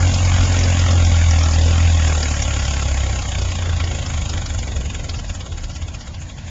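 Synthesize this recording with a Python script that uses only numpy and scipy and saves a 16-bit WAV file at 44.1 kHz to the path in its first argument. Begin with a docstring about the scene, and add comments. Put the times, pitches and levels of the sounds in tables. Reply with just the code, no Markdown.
"""Beside a dirt track, on a small camera microphone: an old tractor drags a rumbling weight sled.
It starts at full blow, each firing thumping the exhaust stack into a low ring and blowing out a rasping
puff of gas that rings in the pipe; metallic clinks, scrapes and a narrow hiss ride on top.
The speed sinks, rallies briefly before 2 s and sinks again, and the exhaust weakens with it.
A deep rumble swells around 5 s, and the engine lugs down to separate thumps, almost to a stall."""
import sys
import numpy as np
from scipy import signal
from scipy.fft import rfft, irfft, next_fast_len
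from scipy.io import wavfile
from scipy.ndimage import uniform_filter1d

SR = 44100
rng = np.random.default_rng(int(sys.argv[2]) if len(sys.argv) > 2 else 0)


def wav_out(sig):
    """Save sig, one row per channel (or a flat mono array), as 16-bit PCM at SR to the path in sys.argv[1]."""
    wavfile.write(sys.argv[1], SR, np.round(np.clip(np.atleast_2d(sig).T, -1, 1) * 32767).astype(np.int16))


N = 286629
TIME = np.arange(N) / SR
CUTOFF_HZ = 7230   # top of the microphone's main band
SHOCK_LEAD_S = .0012   # the shock reaches the stack mouth this long before the slug of gas


def from_db(db):
    """Decibels to gain."""
    return 10 ** (np.asarray(db) / 20)


def rms_one(x):
    """Scale to unit rms."""
    return x / np.sqrt(np.mean(x ** 2) + 1e-20)


def in_time(rows):
    """A sample-by-sample curve through rows of time_s, value."""
    return np.interp(TIME, *np.transpose(rows))


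def levelled(x):
    """Even out the slow level and keep the single beats."""
    size = SR // 4
    power = uniform_filter1d(uniform_filter1d(x ** 2, size), size // 2)
    return x / np.sqrt(np.maximum(power, 1e-20))


def coloured(x, spectrum):
    """Filter by a curve of frequency_hz, gain_db, with nothing above the cutoff; rms 1."""
    hz, db = np.transpose(spectrum)
    size = next_fast_len(N)
    bins = np.maximum(np.fft.rfftfreq(size, 1 / SR), 1)
    gain = from_db(np.interp(np.log(bins), np.log(hz), db)) * (bins < CUTOFF_HZ)
    return rms_one(irfft(rfft(x, size) * gain, size)[:N])


def resonance(x, hz, width_hz):
    """Two-pole resonance with gain 1 at its peak."""
    r = np.exp(-np.pi * width_hz / SR)
    feedback = [1, -2 * r * np.cos(2 * np.pi * hz / SR), r * r]
    return signal.lfilter(np.array([1, 0, -1]) * (1 - r * r) / 2, feedback, x)


def band_noise(low_hz, high_hz, order, samples=N):
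    """Noise between two edges; rms 1."""
    sos = signal.butter(order, [low_hz, high_hz], "band", fs=SR, output="sos")
    return rms_one(signal.sosfilt(sos, rng.standard_normal(samples)))


def drift(per_s):
    """A smooth wander through per_s random values a second; rms 1."""
    points = rng.standard_normal(int(per_s * N / SR) + 2)
    wander = np.interp(TIME * per_s, np.arange(len(points)), points)
    return rms_one(uniform_filter1d(wander, int(SR / per_s / 2)))


def blowing(speed, full_hz=39.8, weakest_hz=12.5, db_per_octave=12):
    """How hard the engine blows, in dB against full blow: the slower it fires, the weaker."""
    return db_per_octave * np.log2(np.clip(speed, weakest_hz, full_hz) / full_hz)


def blowdown(turns, rise, fall, uneven_db):
    """Gas flow as a valve opens and its cylinder empties; rise and fall are shares of a firing interval."""
    nearest = np.round(turns).astype(int) + 2
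    charge = rng.standard_normal(nearest.max() + 2)   # no two charges burn alike
    flow = np.zeros(N)
    for earlier in range(2):
        age = turns - np.round(turns) + earlier
        shape = np.where(age < 0, np.exp(-(age / rise) ** 2), np.exp(-np.abs(age) / fall))
        flow += from_db(uneven_db * charge[nearest - earlier]) * shape
    return flow


def swell(peak_s=4.97, width_s=1, level_db=-29):
    """One deep swell of rumble, perhaps a gust on the microphone."""
    shape = np.exp(-((TIME - peak_s) / width_s) ** 2)
    return from_db(level_db) * shape * band_noise(27, 52.5, order=2)


def sled():
    """The weight sled rumbles as it drags through the dirt."""
    # loudness of the dragging: time_s, level_db
    drag = [(0, -20.5), (2, -29), (3.8, -26), (4.6, -29.5), (5.7, -35.5), (6.5, -31.5)]
    # colour of the sled in the dirt: frequency_hz, gain_db
    rumble = [(10, -10.5), (24, -12.5), (36, -1), (55, -0.5), (85, 1), (115, -5.5), (170, -13.5),
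              (260, -18.5), (400, -20), (800, -26.5), (2000, -27.5), (7000, -37.5)]
    return from_db(in_time(drag)) * coloured(rng.standard_normal(N), rumble)


def hiss(turns, speed, blur_hz=36):
    """A narrow bright hiss that pulses with the firings once they come slowly."""
    # loudness of the hiss: time_s, level_db
    loudness = [(0.05, -28.5), (1.92, -30.5), (2.1, -27.5), (3.51, -33.5), (3.74, -38), (4.06, -32.5),
                (6.29, -44.5), (6.45, -44)]
    pulses = blowdown(turns, rise=.33, fall=.24, uneven_db=3)
    steady = .2 + (speed / blur_hz) ** 4
    pulsing = np.hypot(pulses, steady) * band_noise(6370, 8600, order=12)
    return from_db(in_time(loudness)) * levelled(pulsing)


def scrapes(turns, chatter_db=3):
    """Brief, chattering metal scrapes, probably from the sled and its hitch, tugged by the firings."""
    # metal sliding on metal: start_s, length_s, level_db
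    slides = [(0.40, .08, -34), (2.29, .14, -39), (2.55, .22, -38), (5.15, .06, -40), (5.26, .13, -45),
              (5.70, .08, -44), (5.98, .07, -46)]
    shape = sum(from_db(db) * np.exp(-(2 * (TIME - s) / length - 1) ** 4) for s, length, db in slides)
    tugs = 1 + blowdown(turns, rise=.15, fall=.2, uneven_db=2)
    grain = from_db(chatter_db * drift(per_s=90)) * band_noise(4400, 5950, order=3)
    return shape * rms_one(tugs * grain)


def faint_clinks(blow_db, per_s=4):
    """Random clinks that fade with the engine: time_s, relative_db, centre_hz, half_width_hz."""
    gap_draw, pitch_draw = rng.random((60, 2)).T
    times = np.cumsum(-np.log(1 - gap_draw)) / per_s
    pitches_hz = 5200 + 400 * (2 * pitch_draw - 1)
    return [(s, -34 + np.interp(s, TIME, blow_db), hz, 800)
            for s, hz in zip(times, pitches_hz) if s < TIME[-1]]


def clinks(blow_db, rise_s=.0035, fall_s=.009, gain_db=3.5, ring_db=-6):
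    """Short metallic clinks: each a burst of noise with a narrow ring at its centre."""
    # the main clinks: time_s, relative_db, centre_hz, half_width_hz
    strikes = [(0.141, -28, 5150, 990), (0.252, -29, 5150, 900), (0.525, -33, 5370, 800),
               (0.590, -29, 5800, 446), (0.637, -27, 5000, 545), (0.701, -42, 5800, 450),
               (0.793, -33, 5200, 686), (0.910, -28.5, 5200, 900), (1.049, -30, 5550, 710),
               (1.309, -28, 5770, 710), (1.388, -31, 5400, 1000), (1.432, -27.5, 5570, 510),
               (1.510, -32, 5160, 1110), (1.535, -28.5, 4830, 800), (1.614, -33, 4900, 900),
               (1.660, -32, 5240, 910), (2.079, -32, 5400, 700), (2.180, -37, 5330, 700),
               (2.229, -26, 4960, 595), (2.422, -27.5, 5650, 800), (2.620, -37, 5300, 700),
               (2.653, -34, 5340, 790), (3.222, -34, 4440, 1400), (3.386, -35, 4800, 500),
               (3.417, -33, 5040, 607), (3.842, -33.5, 4870, 800), (4.061, -34, 5250, 750),
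               (4.295, -30.5, 4900, 1110), (4.374, -41, 5200, 900), (4.460, -31, 5030, 1160),
               (4.589, -34, 5100, 740), (4.768, -44, 5300, 800), (5.094, -30, 4500, 1000),
               (5.407, -40, 4900, 596), (5.638, -36, 4670, 1200), (5.760, -54, 4900, 910),
               (5.883, -48, 4950, 1130), (5.949, -44, 5040, 650), (6.144, -46, 4750, 700)]
    out = np.zeros(N)
    age = np.arange(-SR // 50, SR // 20) / SR
    shape = np.where(age < 0, np.exp(-(age / rise_s) ** 2), np.exp(-np.abs(age) / fall_s))
    for s, db, hz, half_width_hz in list(strikes) + faint_clinks(blow_db):
        burst = band_noise(hz - half_width_hz, hz + half_width_hz, order=2, samples=len(age))
        ring = rms_one(resonance(burst, hz, width_hz=110))
        at = np.clip(np.round((s + rise_s / 2 + age) * SR).astype(int), 0, N - 1)
        out[at] += from_db(gain_db + db) * shape * rms_one(burst + from_db(ring_db) * ring)
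    return out


def over_ground(x):
    """On the way to the microphone, the reflection off the track cancels two bands by a wavering depth."""
    # cancelled bands: centre_hz, width_hz
    dips = [(390, 197), (1225, 130)]
    for hz, width_hz in dips:
        depth = np.clip(.66 + .76 * drift(per_s=9), 0, 1)
        x = x - depth * resonance(x, hz, width_hz)
    return x


def hollow(x, lowest_hz=1230, spacing_hz=150):
    """Narrow dips come and go at random, giving the engine and sled sound a watery, hollow tone."""
    for hz in lowest_hz + spacing_hz * np.arange(19):
        depth = np.clip(3 * drift(per_s=20) - .8, 0, 1)
        for _ in range(2):
            x = x - depth * resonance(x, hz, width_hz=105)
    return x


def bark_accents(turns):
    """Gain over the single firings that bark harder or softer than the rest."""
    # accented firings: time_s, gain_db
    accents = [(1.122, 2.5), (2.625, -2.5), (2.975, 0.5), (3.006, -0.5), (3.488, -1), (3.521, 0.5),
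               (3.805, 3.5), (4.339, 0), (4.379, 2.5), (4.677, 2.5), (4.903, 1), (5.304, 4.5), (5.64, -2.5)]
    accent_db = np.zeros(N)
    for s, db in accents:
        age = turns - np.round(np.interp(s, TIME, turns))
        accent_db += db * np.exp(-(age / .35) ** 2)
    return from_db(accent_db)


def pipe_ring(turns, speed, uneven_db=2, scatter_s=.004, swell_s=.002):
    """The shock of each firing rings the modes of the pipe, each with its own strength: a coarse rattle."""
    # modes of the exhaust pipe: pitch_hz, width_hz, relative_db
    modes = [(556, 190, -1), (768, 120, -2), (1066, 77, -6.5), (1370, 77, -3), (1677, 110, -7.5),
             (1917, 150, -4), (2250, 120, -2), (2528, 130, -2.5), (2817, 210, -3.5), (3143, 160, -5.5),
             (3437, 78, -2.5)]
    early_turns = turns + (SHOCK_LEAD_S + scatter_s + swell_s) * speed
    firings = np.flatnonzero(np.diff(np.floor(early_turns)) > 0)
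    out = np.zeros(N)
    for hz, width_hz, db in modes:
        late, size, sign = rng.uniform(-1, 1, (3, len(firings)))
        shocks = np.zeros(N)
        at = np.clip(firings + (scatter_s * SR * (1 + late) / 2).astype(int), 0, N - 1)
        shocks[at] = np.sign(sign) * from_db(db + uneven_db * size)
        # twice through the mode: the ring swells before it dies, which rounds the bark
        out += resonance(resonance(shocks + 1e-18, hz, width_hz), hz, width_hz) / np.sqrt(width_hz)
    return levelled(out) * bark_accents(turns)


def pipe_echoes(x, return_db=-13.5):
    """Round trips in the pipe give evenly spaced ringing peaks, which waver with the heat of the gas."""
    trip_s = .00363 + .0001 * drift(per_s=15)
    out = x
    for _ in range(4):
        delayed = np.interp(TIME - trip_s, TIME, x, left=0)
        x = from_db(return_db) * uniform_filter1d(delayed, 6)   # duller on every trip
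        out = out + x
    return out


def cracks(turns, speed, rise_s=.0018, fall_s=.004, peak_shocks_per_s=2500):
    """Each puff opens with a short, dense volley of small shocks; rms 1."""
    front = np.sqrt(blowdown(turns, rise=rise_s * speed, fall=fall_s * speed, uneven_db=2))
    born = rng.random(N) < peak_shocks_per_s * front / SR
    return rms_one(born * front * rng.choice([-1, 1], N) * rng.uniform(.96, 1, N))


def rasp(turns, speed, blow_db):
    """The jet at the stack mouth: each firing gives a crack, a turbulent puff and a weaker second puff."""
    # colour of the gas puffs: frequency_hz, gain_db
    puff_colour = [(270, 5.5), (400, -1), (520, 4.5), (780, 3.5), (950, -4), (1100, 2), (1230, 2),
                   (1400, 3), (1700, 1), (2600, 0.9), (3500, 1), (3900, -1), (4180, -17), (4450, -5.5),
                   (5200, -6), (7200, -11.5)]
    pace = speed / speed.max()
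    # the jet breaks up a little sooner or later on every firing
    ragged = turns + SHOCK_LEAD_S * speed + .02 * drift(per_s=40) * pace
    puff = blowdown(ragged, rise=.155, fall=.17, uneven_db=.5)
    afterpuff = .4 * pace * blowdown(ragged - .24, rise=.06, fall=.25, uneven_db=1)
    between = .64 * pace ** .92   # at low speed the flow nearly stops between puffs
    crack = from_db(-9 - .055 * blow_db) * cracks(ragged, speed)
    turbulence = rms_one(np.hypot(puff + afterpuff, between) * rng.standard_normal(N))
    jet = (turbulence + crack) * bark_accents(turns)
    # as the engine weakens, its barks gain edge and body
    edge_db, body_db = -.63 * blow_db, -.2 * blow_db
    jet += (from_db(edge_db) - 1) * resonance(jet, hz=3100, width_hz=2500)
    jet += (from_db(body_db) - 1) * resonance(jet, hz=620, width_hz=540)
    return levelled(coloured(pipe_echoes(jet), puff_colour))


def boom(turns, speed, blow_db, lug_hz=25, churn_db=4):
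    """Slugs of gas ring the air column of the stack: a drone at speed, separate thumps when lugging."""
    # low resonances of the stack: pitch_hz, width_hz, gain_db
    stack = [(68.5, 5, -4.3), (83.7, 11.6, 3), (104, 9.2, -25), (126.3, 18, -15)]
    # upper resonances that sound under hard blowing: pitch_hz, width_hz, gain_db
    blare = [(154, 27, -13), (216.2, 11, -7), (256.3, 33, -4)]
    lugging = np.minimum(lug_hz / speed, 1) ** 3
    slugs = blowdown(turns, rise=.09, fall=.12, uneven_db=-.4 * lugging)
    # ragged gas flow keeps the stack ringing while the engine lugs
    churn = from_db(churn_db) * lugging ** 2 * rng.standard_normal(N)
    flow = slugs - slugs.mean() + churn
    low = sum(from_db(db) * resonance(flow, hz, width) for hz, width, db in stack)
    upper = sum(from_db(db) * resonance(flow, hz, width) for hz, width, db in blare)
    steepness = from_db(6.1 * blow_db)   # strong pulses steepen on their way up the pipe
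    return -(low + steepness * upper)


def scene():
    """The labouring engine and its sled from the trackside; speed sets the strength of the exhaust."""
    # engine speed, sinking under the load with one brief recovery: time_s, firing_rate_hz
    slowdown = [(0.0, 45.4), (0.1, 44.83), (0.79, 43.86), (1.11, 42.3), (1.48, 39.63), (1.82, 42.15),
                (2.41, 35.29), (2.8, 34.46), (3.64, 28.27), (4.3, 25.13), (4.52, 23.46), (5.01, 20.94),
                (5.48, 17.32), (5.94, 15.9), (6.15, 14.2), (6.5, 9.3)]
    speed = in_time(slowdown)
    blow_db = blowing(speed)
    turns = np.cumsum(speed) / SR - .36   # whole numbers are firings
    engine = from_db(2 + .66 * blow_db) * boom(turns, speed, blow_db)
    engine += from_db(-25 + blow_db) * rasp(turns, speed, blow_db)
    engine += from_db(-33 + .78 * blow_db) * pipe_ring(turns, speed)
    pull = engine + sled()
    metal = clinks(blow_db) + scrapes(turns)
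    return (hollow(over_ground(pull)) + metal + hiss(turns, speed) + swell())[None]


def record(dry, ceiling=.58, leak_db=-28.5, leak_top_hz=9000):
    """A small camera microphone: no deep bass, peaks rounded, a steep top cut with a faint leak above."""
    thinned = signal.sosfilt(signal.butter(2, 22, "high", fs=SR, output="sos"), dry)
    rounded = thinned / (1 + (thinned / ceiling) ** 6) ** (1 / 6)
    cut = signal.sosfilt(signal.ellip(10, .2, 80, CUTOFF_HZ, fs=SR, output="sos"), rounded)
    leaky = cut + from_db(leak_db) * rounded
    return signal.sosfilt(signal.ellip(10, .2, 80, leak_top_hz, fs=SR, output="sos"), leaky)


dry = scene()
out = record(dry)
wav_out(out)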